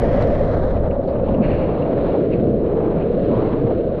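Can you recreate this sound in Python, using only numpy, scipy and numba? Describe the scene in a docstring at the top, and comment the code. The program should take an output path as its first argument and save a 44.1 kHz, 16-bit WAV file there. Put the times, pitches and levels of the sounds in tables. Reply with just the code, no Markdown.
"""Booming water, buffeting wind and flying spray: a surfer rides through white water, wet camera held close.
The rush of the wave rings in the water-filmed microphone port, and the ring sinks as the ride goes on.
Muffled foam fizzes above it and drops tap the housing. Underfoot the board gurgles, gulps pockets
of air and throws up sheets of water. Everything reaches the one microphone, in mono."""
import sys
import numpy as np
from scipy import signal
from scipy.fft import rfft, irfft
from scipy.io import wavfile
from scipy.ndimage import uniform_filter1d, minimum_filter1d
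from numba import njit

SR = 44100
rng = np.random.default_rng(int(sys.argv[2]) if len(sys.argv) > 2 else 0)


def materialize(psi):
    """Save the field psi as 16-bit PCM at rate SR to the path in sys.argv[1].

    A 1-D psi becomes a single channel; in a 2-D psi each row is a channel.
    """
    bounded = np.clip(np.atleast_2d(psi).T, -1, 1)
    quanta = np.round(bounded * 32767).astype(np.int16)
    wavfile.write(sys.argv[1], SR, quanta)


N = 176400

# water film over the microphone port: f/Hz, gain/dB
WATER_FILM = [(100, -7.5), (300, 3), (480, 1.5), (570, 0.5), (660, 0), (715, -4), (775, -17.5),
              (1100, -37.5), (2500, -57)]


def undb(db):
    return 10 ** (np.asarray(db) / 20)


def unit(x):
    """Scale to rms 1."""
    return x / np.sqrt(np.mean(x ** 2))


def curve(rows, column=1):
    """One column of a table, joined by straight lines in time."""
    rows = np.array(rows, float)
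    return np.interp(np.arange(N) / SR, rows[:, 0], rows[:, column])


def colour(x, points, rolloff_db_per_oct=30):
    """Causal filter through (f/Hz, gain/dB) points, falling steeply above the last."""
    hz, db = np.array(points, float).T
    octave = np.log2(np.arange(N // 2 + 1) * SR / N + 1)
    octaves_above = np.maximum(octave - np.log2(hz[-1]), 0)
    gain_db = np.interp(octave, np.log2(hz), db) - rolloff_db_per_oct * octaves_above
    cepstrum = irfft(np.log(undb(gain_db)), N)
    cepstrum[1:N // 2] *= 2  # fold to minimum phase
    cepstrum[N // 2 + 1:] = 0
    return irfft(rfft(x) * np.exp(rfft(cepstrum)), N)


@njit
def resonate(x, hz, width_hz):
    """Band-pass with a moving centre."""
    y, band_state, low_state = np.empty(len(x)), 0., 0.
    for i in range(len(x)):
        g, damping = np.tan(np.pi * hz[i] / SR), width_hz / hz[i]
        band = (band_state + g * (x[i] - low_state)) / (1 + g * (g + damping))
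        band_state = 2 * band - band_state
        low_state += 2 * g * band
        y[i] = damping * band
    return y


def cavity(x, hz, width_hz):
    """A fixed resonance with steep skirts: two band-passes in series."""
    centre, width = np.full(N, float(hz)), float(width_hz)
    return resonate(resonate(x, centre, width), centre, width)


def walk(rate_hz):
    """Smooth random wander with spread 1."""
    span = max(int(SR / rate_hz), 1)
    drift = uniform_filter1d(rng.standard_normal(N), span, mode="wrap")
    return unit(uniform_filter1d(drift, span, mode="wrap"))


def steady(x, span_s):
    """Hold the rms at 1 over the span, leaving the quick flutter."""
    span = max(int(span_s * SR), 2)
    return x / np.sqrt(uniform_filter1d(uniform_filter1d(x ** 2, span), span // 2) + 1e-12)


def pops(per_s, spread_db=0):
    """Random tiny bursts; a spread makes a few stronger than the rest."""
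    size = undb(spread_db * np.minimum(rng.exponential(size=N), 6))
    return (rng.random(N) < per_s / SR) * size * rng.choice([-1, 1], N)


def swells(rows, attack_s=0.0061):
    """Level of surges that rise, hold and die away."""
    t, level = np.arange(N) / SR, np.zeros(N)
    for at, hold, release, db in rows:
        rise = np.clip((t - at) / attack_s, 0, 1)
        level += undb(db) * rise * np.exp(-np.maximum(t - at - hold, 0) / release)
    return level


def splat(at, decay_s):
    """The dying noise burst of one impact."""
    age = np.arange(N) / SR - at
    return rng.standard_normal(N) * (age >= 0) * np.exp(-np.abs(age) / decay_s)


def white_water():
    """Churn, bursting foam and flying spray around the camera flutter with the same turbulence."""
    # t/s, relative level/dB
    churn_level = [(0, -36.5), (.56, -39), (.72, -36.5), (.81, -44), (.86, -39.5), (1.0, -43), (1.13, -39),
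                   (1.24, -42.5), (1.47, -37.5), (1.84, -39.5), (2.0, -35.5), (2.165, -42), (2.195, -48),
                   (2.42, -47), (2.55, -49), (2.65, -42), (2.72, -39), (2.95, -37), (3.11, -44.5),
                   (3.28, -54.5), (3.32, -39.5), (3.55, -38), (3.63, -46.5), (3.71, -39.5), (3.76, -50),
                   (4, -45.5)]  # churning water
    foam_level = [(0, -50.5), (.6, -49.5), (.92, -56), (.99, -55.5), (1.08, -53), (1.21, -55.5),
                  (1.29, -47.5), (1.39, -55), (1.46, -45.5), (1.7, -48.5), (1.88, -49.5), (2.05, -43.5),
                  (2.25, -48.5), (2.4, -49), (2.52, -53), (2.8, -52.5), (3.25, -47), (3.38, -45.5),
                  (3.53, -46), (3.63, -50.5), (3.75, -49), (3.92, -52.5), (4, -48)]  # fizzing foam
    spray_level = [(0, -41.5), (.16, -41.5), (.225, -40), (.29, -45), (.35, -41.5), (.43, -49), (.6, -62),
                   (.9, -88)]  # spray flying past the lens
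    patter_level = [(0, -54.5), (.3, -51.5), (.41, -43.5), (.52, -36.5), (.61, -42.5), (.71, -40),
                    (.77, -46.5), (.80, -50.5), (.86, -49.5), (.97, -58), (1.1, -92)]  # spray drumming on the housing
    # spectra of the same four: f/Hz, level/dB
    churn_colour = [(400, -16), (700, 6.5), (860, 0.5), (1020, -4), (1180, -6), (1380, -13.5), (1900, -22),
                    (2600, -24.5), (4500, -48)]
    foam_colour = [(700, 5.5), (1400, 7.5), (2000, -0.5), (2800, -3), (3450, -8.5), (4100, -8.5),
                   (4800, -23), (5700, -29.5), (7000, -47.5), (10000, -76)]
    spray_colour = [(800, -6.5), (1400, -1), (1950, 1.5), (2350, -6), (3200, -11), (3650, -20), (4100, -20),
                    (5600, -26), (7000, -37.5), (8200, -45), (9600, -43), (11500, -57), (15000, -71)]
    patter_colour = [(800, -7), (1200, 6), (1600, 0), (2000, -1), (2400, -18), (2800, -25), (3400, -16.5),
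                     (4050, -14.5), (4700, -27), (5700, -29), (7000, -37), (9500, -52.5), (14000, -72.5)]
    eddies_db = walk(rate_hz=106)
    flutter = undb(eddies_db)
    churn = unit(colour(rng.standard_normal(N), churn_colour) * undb(2 * eddies_db))
    foam = unit(colour(pops(per_s=5000, spread_db=0.5), foam_colour) * flutter)
    spray = unit(colour(pops(per_s=4000), spray_colour) * flutter)
    patter = unit(colour(pops(per_s=7100, spread_db=2), patter_colour) * flutter)
    return (churn * undb(curve(churn_level) + 6) + foam * undb(curve(foam_level) + 5)
            + spray * undb(curve(spray_level) + 3) + patter * undb(curve(patter_level)))


def smothered(x, hz=2620., width_hz=1100.):
    """A coat of foam on the microphone hollows the treble out of the sound passing through it."""
    # the foam's hollow: t/s, depth/dB
    hollow = [(.45, 4), (.65, 7.5), (.91, 2.5), (.96, 10), (1.02, 8.5), (1.07, 1)]
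    band = resonate(x, np.full(N, hz), width_hz)
    return x - band * (1 - undb(-curve(hollow)))


def runoff(hz=4230, width_hz=2080):
    """Water spatters finely as it runs off the microphone."""
    # trickles: t/s, hold/s, release/s, level/dB
    trickles = [(1.025, 0.034, .01, -67), (1.072, .035, 0.017, -61.5)]
    spatter = cavity(pops(per_s=1200), hz, width_hz)
    return unit(cavity(spatter, hz, width_hz)) * swells(trickles)


def drops():
    """Right on the housing, drops land with a brief dull ring and hard flecks of spray tick."""
    # drops: t/s, peak/dB, f/Hz, decay/s
    landings = [(0.2226, -37, 4090, 0.0033), (0.769, -42, 2620, 0.0043), (0.9096, -34.5, 2400, 0.0031),
                (1.162, -43.5, 2800, .005), (1.284, -40, 2730, 0.0049), (1.342, -39, 2690, 0.0045),
                (1.823, -36.5, 2820, .005), (2.333, -32, 2590, .005), (3.021, -38, 2760, 0.0057)]
    # hard flecks: t/s, peak/dB, decay/s
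    flecks = [(0.161, -42, .0006), (.2125, -40, .001), (0.2229, -30, .0025), (0.243, -44, 0.00053),
              (0.2738, -33.5, .0007), (.769, -50.5, .002), (.917, -53.5, .002)]
    # damping by the wet housing, and a fleck's spectrum: f/Hz, gain/dB
    wet_housing = [(1500, -1), (2850, -0.5), (3300, -9), (4200, -6.5), (5200, -14.5)]
    tick_colour = [(800, -8), (2000, 19.5), (3300, 11.5), (4100, 8.5), (4900, 1.5), (6200, 0.5),
                   (9000, -13), (13000, -23), (16000, -42.5)]
    out = np.zeros(N)
    for at, db, hz, decay in landings:
        tap = colour(cavity(splat(at, decay), hz, width_hz=780), wet_housing)
        out += undb(db) * tap / np.abs(tap).max()
    for at, db, decay in flecks:
        tick = colour(splat(at, decay), tick_colour)
        out += undb(db) * tick / np.abs(tick).max()
    return out


def splashes():
    """Sheets of water thrown up by the board fall as a dense bright patter."""
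    # sheets: t/s, hold/s, release/s, level/dB
    sheets = [(1.419, 0.14, 0.14, -42), (2.314, 0.023, 0.023, -46), (2.977, 0.038, .02, -49.5)]
    # their spectrum: f/Hz, level/dB
    sheet_colour = [(900, -14.5), (1600, -1.5), (2250, 1.5), (2800, 2), (3200, -16.5), (3700, -22),
                    (4300, -11.5), (4900, -34.5), (6000, -39.5), (8000, -63)]
    return unit(colour(pops(per_s=970), sheet_colour)) * swells(sheets)


def sloshes():
    """Water slaps and bubbles along the rail of the board, heard through the housing."""
    # slaps: t/s, hold/s, release/s, relative level/dB, f/Hz
    slaps = [(1.275, .018, .012, -32, 920), (2.135, 0.035, .007, -32, 850), (3.302, 0.088, .02, -33.5, 983),
             (3.375, .035, 0.032, -36.5, 1170), (3.415, 0.039, 0.018, -34.5, 900),
             (3.485, .06, .023, -36, 1035), (3.689, 0.019, .012, -37, 840)]
    # muffling by the wet housing: f/Hz, gain/dB
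    muffling = [(700, 4.5), (1200, -2.5), (1500, -18)]
    out = np.zeros(N)
    for at, hold, release, db, hz in slaps:
        bubbling = steady(cavity(pops(per_s=900), hz, width_hz=280), span_s=0.025)
        out += bubbling * swells([(at, hold, release, db)])
    return colour(out, muffling)


def gurgle():
    """Water gurgles hollowly round the board, heard through the film on the port."""
    # gurgling: t/s, level/dB
    level = [(0, -47), (1.8, -29), (2.0, -28), (2.13, -19.5), (2.4, -24.5), (2.6, -29), (2.85, -22.5),
             (3.1, -33), (3.3, -24.5), (3.65, -27), (4, -31.5)]
    hollow = cavity(rng.standard_normal(N), hz=347, width_hz=250)
    return steady(colour(hollow, WATER_FILM), span_s=0.3) * undb(curve(level))


def gulps(rise_s=0.014, sag_s=0.14):
    """Pockets of air trapped under the board boom briefly, their pitch sagging."""
    # air pockets: t/s, starting f/Hz, peak/dB
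    pockets = [(1.391, 250.5, -11), (1.428, 167, -18.5), (1.775, 187, -20), (2.16, 345, -18.5),
               (2.47, 189, -26), (2.955, 196, -17.5), (3.307, 285, -18), (3.359, 141, -17.5),
               (3.455, 140, -20), (3.631, 144.5, -16)]
    out = np.zeros(N)
    for at, hz, db in pockets:
        age = np.maximum(np.arange(N) / SR - at, 0)
        swell = age / rise_s * np.exp(1 - age / rise_s)
        cycles = hz * sag_s * (1 - np.exp(-age / sag_s))
        out += undb(db) * swell * np.sin(2 * np.pi * cycles)
    return out


def wind():
    """Slow eddies press directly on the microphone."""
    # buffeting: t/s, relative level/dB
    buffets = [(0.0, -19.5), (0.83, -18), (1.05, -27.5), (1.34, -21.5), (1.44, -32), (1.46, -19),
               (1.89, -30), (2.12, -24.5), (2.18, -54), (2.29, -26.5), (3.97, -28), (4.0, -39)]
    # its spectrum: f/Hz, level/dB
    buffet_colour = [(5, -14), (20, 2), (35, -1), (80, -2), (115, -7.5), (160, -13), (240, -25), (500, -60)]
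    rumble = steady(colour(rng.standard_normal(N), buffet_colour), span_s=0.044)
    return rumble * undb(curve(buffets) - 1)


def rush():
    """The wave's rushing water makes a low roar at close range."""
    # body of the rush: t/s, relative level/dB
    level = [(0, -22.5), (.3, -23.5), (.6, -27), (1.1, -27), (1.36, -20.5), (1.56, -22), (1.75, -25),
             (1.95, -22.5), (2.16, -27), (2.47, -18), (2.57, -22.5), (2.8, -25), (3.0, -25), (3.15, -23.5),
             (3.3, -22), (3.5, -23.5), (3.65, -22.5), (3.85, -28), (4, -26)]
    # its spectrum: f/Hz, level/dB
    rush_colour = [(30, -28), (80, -7), (125, -1.5), (175, 1), (260, -1), (340, -5), (450, -8.5),
                   (650, -11), (715, -19), (790, -37), (1300, -58)]
    roar = steady(colour(rng.standard_normal(N), rush_colour), span_s=0.11)
    return roar * undb(curve(level) + 1.5)


def port_ring(width_hz=112.6, wobble=0.022):
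    """The wave raises a narrow, wavering ring in the wet microphone port."""
    # port resonance: t/s, f/Hz, relative level/dB
    resonance = [(0, 531, -18), (.17, 568, -17.5), (.6, 512, -20.5), (.8, 544, -21.5), (1.1, 538, -20.5),
                 (1.35, 522, -21), (1.7, 521, -21.5), (2.1, 492, -20), (2.5, 468, -20), (2.9, 444, -20.5),
                 (3.3, 477, -18.5), (3.55, 450, -22.5), (3.8, 475, -19), (4, 483, -23)]
    hz = curve(resonance) * (1 + wobble * walk(rate_hz=20))
    ring = colour(resonate(rng.standard_normal(N), hz, width_hz), WATER_FILM)
    return steady(ring, span_s=0.087) * undb(curve(resonance, column=2) - 1)


def scene():
    """All sources at the one microphone, riding with the surfer."""
    wave = wind() + rush() + port_ring() + gurgle() + gulps() + smothered(white_water())
    return (wave + splashes() + runoff() + sloshes() + drops())[None, :]


def record(dry, ceiling=0.52, knee=8, smooth_s=0.0051, top_hz=14200):
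    """The camera's limiter eases down the highest peaks; the top is cut."""
    span = int(smooth_s * SR)
    needed_gain = (1 + (np.abs(dry) / ceiling) ** (2 * knee)) ** (-.5 / knee)
    held_gain = minimum_filter1d(needed_gain, 2 * span)
    gain = uniform_filter1d(uniform_filter1d(held_gain, span), span)
    return signal.sosfilt(signal.ellip(8, .2, 70, top_hz, fs=SR, output="sos"), dry * gain)


dry = scene()
out = record(dry)
materialize(out)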